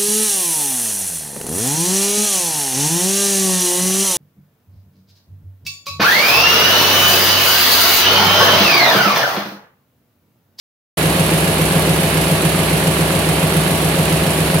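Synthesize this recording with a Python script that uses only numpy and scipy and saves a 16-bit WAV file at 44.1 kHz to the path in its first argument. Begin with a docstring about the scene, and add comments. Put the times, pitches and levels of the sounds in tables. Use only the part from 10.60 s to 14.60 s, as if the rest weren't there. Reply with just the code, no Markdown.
"""A jacquard ribbon loom weaves about seven picks (passes of the thread) a second in a hard factory hall.
In each pick a boom swells in the frame, the reed (the comb that packs the thread) and cams knock, and
the steel hooks chatter. The harness clacks and the gears whine. The frame's rumble repeats with the
four-pick weave, over the wash and ticking of the hall's other machines."""
import sys
import numpy as np
from scipy import signal
from scipy.fft import rfft, irfft
from scipy.io import wavfile

SR = 44100
rng = np.random.default_rng(int(sys.argv[2]) if len(sys.argv) > 2 else 0)


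def wav_out(sig):
    """Save sig, one row per channel (or a flat mono array), as 16-bit PCM at SR to the path in sys.argv[1]."""
    wavfile.write(sys.argv[1], SR, np.round(np.clip(np.atleast_2d(sig).T, -1, 1) * 32767).astype(np.int16))


N = 176400
TIME, FREQ = np.arange(N) / SR, np.fft.rfftfreq(N, 1 / SR)
PICK_HZ, WEAVE_PICKS = 7.168, 4


def amp(db):
    """Turns decibels into a gain to multiply by."""
    return 10 ** (np.asarray(db) / 20)


def unit(x):
    """Scales a sound to an average (rms) size of 1."""
    return x / np.sqrt(np.mean(x ** 2) + 1e-20)


def read(table, hz=FREQ):
    """Looks up a table by frequency, sliding smoothly between its rows."""
    row_hz, value = np.transpose(table)
    return np.interp(np.log(hz + 1), np.log(row_hz + 1), value)


def colour(x, gain):
    """Turns each frequency up or down by its own gain."""
    return irfft(rfft(x) * gain, N)


# How alike left and right are (frequency [Hz], likeness [0-1])
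LIKENESS = [(60, 0.95), (240, 0.95), (480, 0.89), (950, 0.4), (1900, 0.11), (4000, 0.1), (15000, .1)]

def stereo(pair):
    """Turns two unrelated sounds into left and right: alike in the bass, apart in the treble."""
    alike = read(LIKENESS)
    mid, side = colour(pair[0], np.sqrt(1 + alike)), colour(pair[1], np.sqrt(1 - alike))
    return np.array([mid + side, mid - side])


def clicks(per_s, spread_db):
    """Tiny random hits of uneven size, reaching each microphone with its own strength."""
    size = amp(spread_db * np.minimum(rng.exponential(1, N), 2))
    hits = rng.random(N) < per_s / SR
    return size * hits * rng.uniform(-1.04, 1, (2, N))


# How long the hall echoes (frequency [Hz], time to fade by 60 dB [s])
ECHO_TIMES = [(200, 0.89), (2000, 0.63), (8000, .4), (16000, 0.18)]

def hall_echo(x):
    """The hard walls return a smooth tail of sound, whose treble dies first."""
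    hz, t, noise = signal.stft(rng.standard_normal((2, SR)), SR, nperseg=256)
    fade = amp(-60 * t / read(ECHO_TIMES, hz)[:, None])
    tail = signal.istft(noise * fade, SR, nperseg=256)[1]
    return signal.fftconvolve(x, tail / np.linalg.norm(tail[0]), axes=1)[:, :N]


# Tone of the other looms (frequency [Hz], relative level [dB])
TICKING_TONE = [(400, -3), (1200, -4), (2800, 8), (4200, -6), (6000, -9), (16000, -13)]

def other_looms():
    """The neighbouring looms tick with no steady beat."""
    ticks = stereo(clicks(per_s=600, spread_db=1.5))
    return unit(colour(ticks, amp(read(TICKING_TONE))))


def frame_shake():
    """The frame shakes the same way in every weave, most strongly at multiples of the pick rate."""
    length = round(WEAVE_PICKS * SR / PICK_HZ)
    cycles = np.arange(length // 2 + 1)  # per weave
    db = np.select([cycles % WEAVE_PICKS == 0, cycles % 2 == 0], [0, -3], default=-11)
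    phases = np.exp(2j * np.pi * rng.random((2, len(cycles))))
    loop = irfft(amp(db) * phases, length)
    return unit(loop)[:, np.arange(N) % length]


# Tone of the rumble (frequency [Hz], relative level [dB])
RUMBLE_TONE = [(30, -22), (40, -15), (50, -17), (62, -7), (90, -10), (115, -13), (145, -2.5), (180, 0.5),
               (210, -3.5), (250, -6.5), (340, -5.5), (450, -7), (700, -8.5), (950, -10.5), (1150, -13.5),
               (1350, -15.5), (2000, -14.5), (2800, -14), (3400, -18), (4400, -18), (5000, -24.5),
               (6500, -27), (9000, -29.5), (16000, -32)]
# How much of the rumble repeats with the weave (frequency [Hz], share [0-1])
REPEATING_SHARE = [(30, .4), (80, 0.66), (300, 0.78), (700, 0.72), (1500, 0.08), (3000, 0), (15000, .01)]
# Small rises and falls of that repeating part (time [s], level [dB])
SHAKE_LEVEL = [(.4, 1.2), (1.05, 0), (1.22, 2.5), (1.45, -0.2), (4, 0)]

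def rumble():
    """The frame's repeating shake blends into the wash of the other machines."""
    share = read(REPEATING_SHARE)
    level = amp(np.interp(TIME, *np.transpose(SHAKE_LEVEL)))
    frame = colour(frame_shake(), np.sqrt(share)) * level
    wash = colour(rng.standard_normal((2, N)), np.sqrt(1 - share))
    return unit(colour(stereo(frame + wash), amp(read(RUMBLE_TONE))))


# Hum of the frame (pitch [times the pick rate], level [dB])
FRAME_HUM = [(13, -41.5), (17, -46), (20, -37), (25, -30.5), (26, -30.5)]
# Whine of the gears and cams (pitch [times the pick rate], level [dB])
GEAR_WHINE = [(29.0, -40), (32.0, -41.5), (36.5, -37), (43.0, -33.5), (47.0, -35), (50.0, -42), (53.0, -37),
              (54.0, -41.5), (55.0, -38), (58.0, -42.5), (62.0, -38.5), (71.0, -46), (74.0, -49),
              (75.0, -34.5), (80.0, -45), (84.0, -40), (91.0, -41.5), (92.0, -37.5), (95.0, -45),
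              (115.0, -44.0)]

def hum_and_whine():
    """The frame, gears and cams hold steady tones, tied to the loom's speed."""
    return sum(amp(db) * np.cos(2 * np.pi * (multiple * PICK_HZ * TIME + rng.random()))
               for multiple, db in [*FRAME_HUM, *GEAR_WHINE])


def shaft_throb(delay_s=.0069):
    """The shaft's two low tones drift in and out of step, throbbing four times a pick."""
    return sum(np.cos(2 * np.pi * multiple * PICK_HZ * (TIME - delay_s)) for multiple in (10, 14))


# Swell of the boom (time into the pick [s], level [dB])
BOOM_SWELL = [(0, -36), (.012, -22.5), (.034, -19), (.055, -13), (.064, -17), (.073, -25), (.1, -24),
              (.122, -26.5), (.136, -21.5)]
# Accent on each of the weave's four picks (level change [dB])
BOOM_ACCENTS = [-0.64, 0.3, -2.1, -0.84]

def frame_boom(pitch_hz=22 * PICK_HZ):
    """One low note in the frame swells with every pick."""
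    pick = (PICK_HZ * TIME).astype(int)
    accent_db = np.array(BOOM_ACCENTS)[pick % WEAVE_PICKS]
    swell_db = np.interp(TIME, *np.transpose(BOOM_SWELL), period=1 / PICK_HZ)
    return amp(swell_db + accent_db) * np.cos(2 * np.pi * pitch_hz * TIME)


# Clacks that repeat every two picks (time into the pair [s], level [dB], pitch [Hz])
CLACK_PATTERN = [(.027, -15, 640), (.053, -13, 338), (.070, -11.5, 530), (.091, -12, 665),
                 (.1225, -12, 592), (.142, -20, 517), (.160, -8, 340), (.169, -15, 646), (.194, -13.5, 390),
                 (.2095, -15, 674), (.231, -14.5, 304), (.242, -14, 547)]

def harness_clacks(rise_s=.0008, decay_s=.002):
    """The harness (the lifting cords) and cams give the frame short, dull blows that echo in the hall."""
    out, t = np.zeros(N), np.arange(SR // 20) / SR
    shape = np.minimum(t / rise_s, 1) * np.exp(-t / decay_s)
    for pair_s in np.arange(0, N / SR, 2 / PICK_HZ):
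        for offset_s, db, hz in CLACK_PATTERN:
            clack = amp(db + .5 * rng.standard_normal()) * shape * np.sin(2 * np.pi * hz * t)
            slot = out[round((pair_s + offset_s) * SR):][:len(t)]
            slot += clack[:len(slot)]
    return out + amp(-4.5) * hall_echo(out[None])


def strokes(pattern, tone, rise_s, hits_per_s, spread_db, echo_db):
    """Every pick fires the same strokes, a little unevenly; each is a fading shower of tiny metal hits."""
    power, t = np.zeros(N), np.arange(SR // 10) / SR
    for pick in range(int(N / SR * PICK_HZ) + 1):
        for offset_s, db, decay_s in pattern:
            late_s, extra_db = rng.normal(0, .00026), rng.normal(0, .9)
            start = max(0, round((pick / PICK_HZ + offset_s + late_s) * SR))
            shape = amp(db + extra_db) * np.minimum(t / rise_s, 1) * np.exp(-t / decay_s)
            slot = power[start:][:len(t)]
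            slot += shape[:len(slot)] ** 2
    showers = np.sqrt(power) * clicks(hits_per_s, spread_db)
    direct = colour(stereo(showers), amp(read(tone)))
    return unit(direct + amp(echo_db) * hall_echo(direct))


# Bursts of chatter (time into the pick [s], relative level [dB], fade time [s])
HOOK_BURSTS = [(.005, -2, 0.018), (.037, 2, 0.0074), (.043, -4, 0.0086), (.064, -8, .008),
               (.0775, -0.5, .013), (.1045, -1, 0.0085), (.1335, -17, 0.0023)]
# Tone of the chatter (frequency [Hz], relative level [dB])
HOOK_TONE = [(500, -15), (2000, -10.5), (3000, -7.5), (4400, -8), (5200, -5.5), (9000, -10), (16000, -11)]

def hook_chatter():
    """The hooks and heddles (the wires that guide the threads) rattle in bright bursts."""
    return strokes(HOOK_BURSTS, HOOK_TONE, rise_s=.0011, hits_per_s=5000, spread_db=2.8, echo_db=-3.5)


# Knocks of the reed and cams (time into the pick [s], relative level [dB], fade time [s])
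REED_KNOCKS = [(.0365, -2.5, .007), (.066, -14.5, .003), (.1045, -6, .004), (.111, -3, .004),
               (.1335, 2.5, 0.004)]
# Tone of the knocks (frequency [Hz], relative level [dB])
REED_TONE = [(200, -24), (600, -7.5), (1200, 3.5), (1800, -2), (3000, -5.5), (4500, -8), (7000, -31),
             (16000, -35)]

def reed_knocks():
    """The reed and cams strike five times a pick, lower and more sharply than the chatter."""
    return strokes(REED_KNOCKS, REED_TONE, rise_s=.00053, hits_per_s=4000, spread_db=2, echo_db=-6)


# Ringing of the steel hooks and heddles (pitch [Hz], width [Hz], boost [dB])
STEEL_RING = [(1137, 23, 5), (1397, 26, 3), (1680, 43, 5), (3000, 105, 1), (3660, 74, 1)]
# Level of the treble as the microphone tilts down (time [s], level [dB])
TREBLE_LEVEL = [(.4, 1), (1.3, 0.46), (2.5, -0.17), (4, -0.47)]

def scene(left_lead_s=.00003, treble_hz=900):
    """All the machinery together, its treble easing as the microphone moves."""
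    tones = np.sqrt(2) * (hum_and_whine() + amp(-32) * shaft_throb() + frame_boom())
    noises = amp(-35) * other_looms() + amp(-18) * rumble() + amp(-31) * (hook_chatter() + reed_knocks())
    ring = amp(sum(db / (1 + (2 * (FREQ - hz) / width) ** 2) for hz, width, db in STEEL_RING))
    left_first = np.exp(2j * np.pi * left_lead_s * np.outer([.5, -.5], FREQ))
    mix = tones + harness_clacks() + colour(noises, ring * left_first)
    treble = colour(mix, FREQ ** 2 / (FREQ ** 2 + treble_hz ** 2))
    treble_gain = amp(np.interp(TIME, *np.transpose(TREBLE_LEVEL)))
    return mix + treble * (treble_gain - 1)


# Tone of each microphone, whose opening rings at its own high pitch (frequency [Hz], level [dB])
LEFT_TONE = [(160, -0.14), (250, -0.6), (770, -0.1), (1200, -1.3), (1800, -2.5), (2700, -3.3), (4300, -1.9),
             (5000, -1.8), (6500, .5), (7500, 4), (8200, 8), (9050, 13), (9400, 9), (10000, 1.5),
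             (10600, -1), (11900, -.5), (13000, -1.5), (16000, -2.5)]
RIGHT_TONE = [(160, 0.6), (250, -1.5), (770, 0), (1200, 0), (1800, 1), (2700, 2.5), (4300, 1.1), (5000, 0),
              (5800, -1.5), (7500, 0), (8700, -1.5), (9400, 5), (10000, 9.5), (10800, 16), (11900, 11),
              (12900, 3.5), (16000, 0.5)]

def record(dry, start_s=.371, fade_in_s=.0048, lowest_hz=29, highest_hz=15950):
    """Two microphones colour the sound and trim its extremes; it cuts in after a moment of silence."""
    microphones = amp([read(LEFT_TONE), read(RIGHT_TONE)])
    low_cut = FREQ ** 6 / (FREQ ** 6 + lowest_hz ** 6)
    fade_in = np.clip((TIME - start_s) / fade_in_s, 0, 1)
    high_cut = signal.firwin(511, highest_hz, window=("kaiser", 9), fs=SR)
    return signal.oaconvolve(colour(dry, microphones * low_cut) * fade_in, high_cut[None], "same")


dry = scene()
out = record(dry)
wav_out(out)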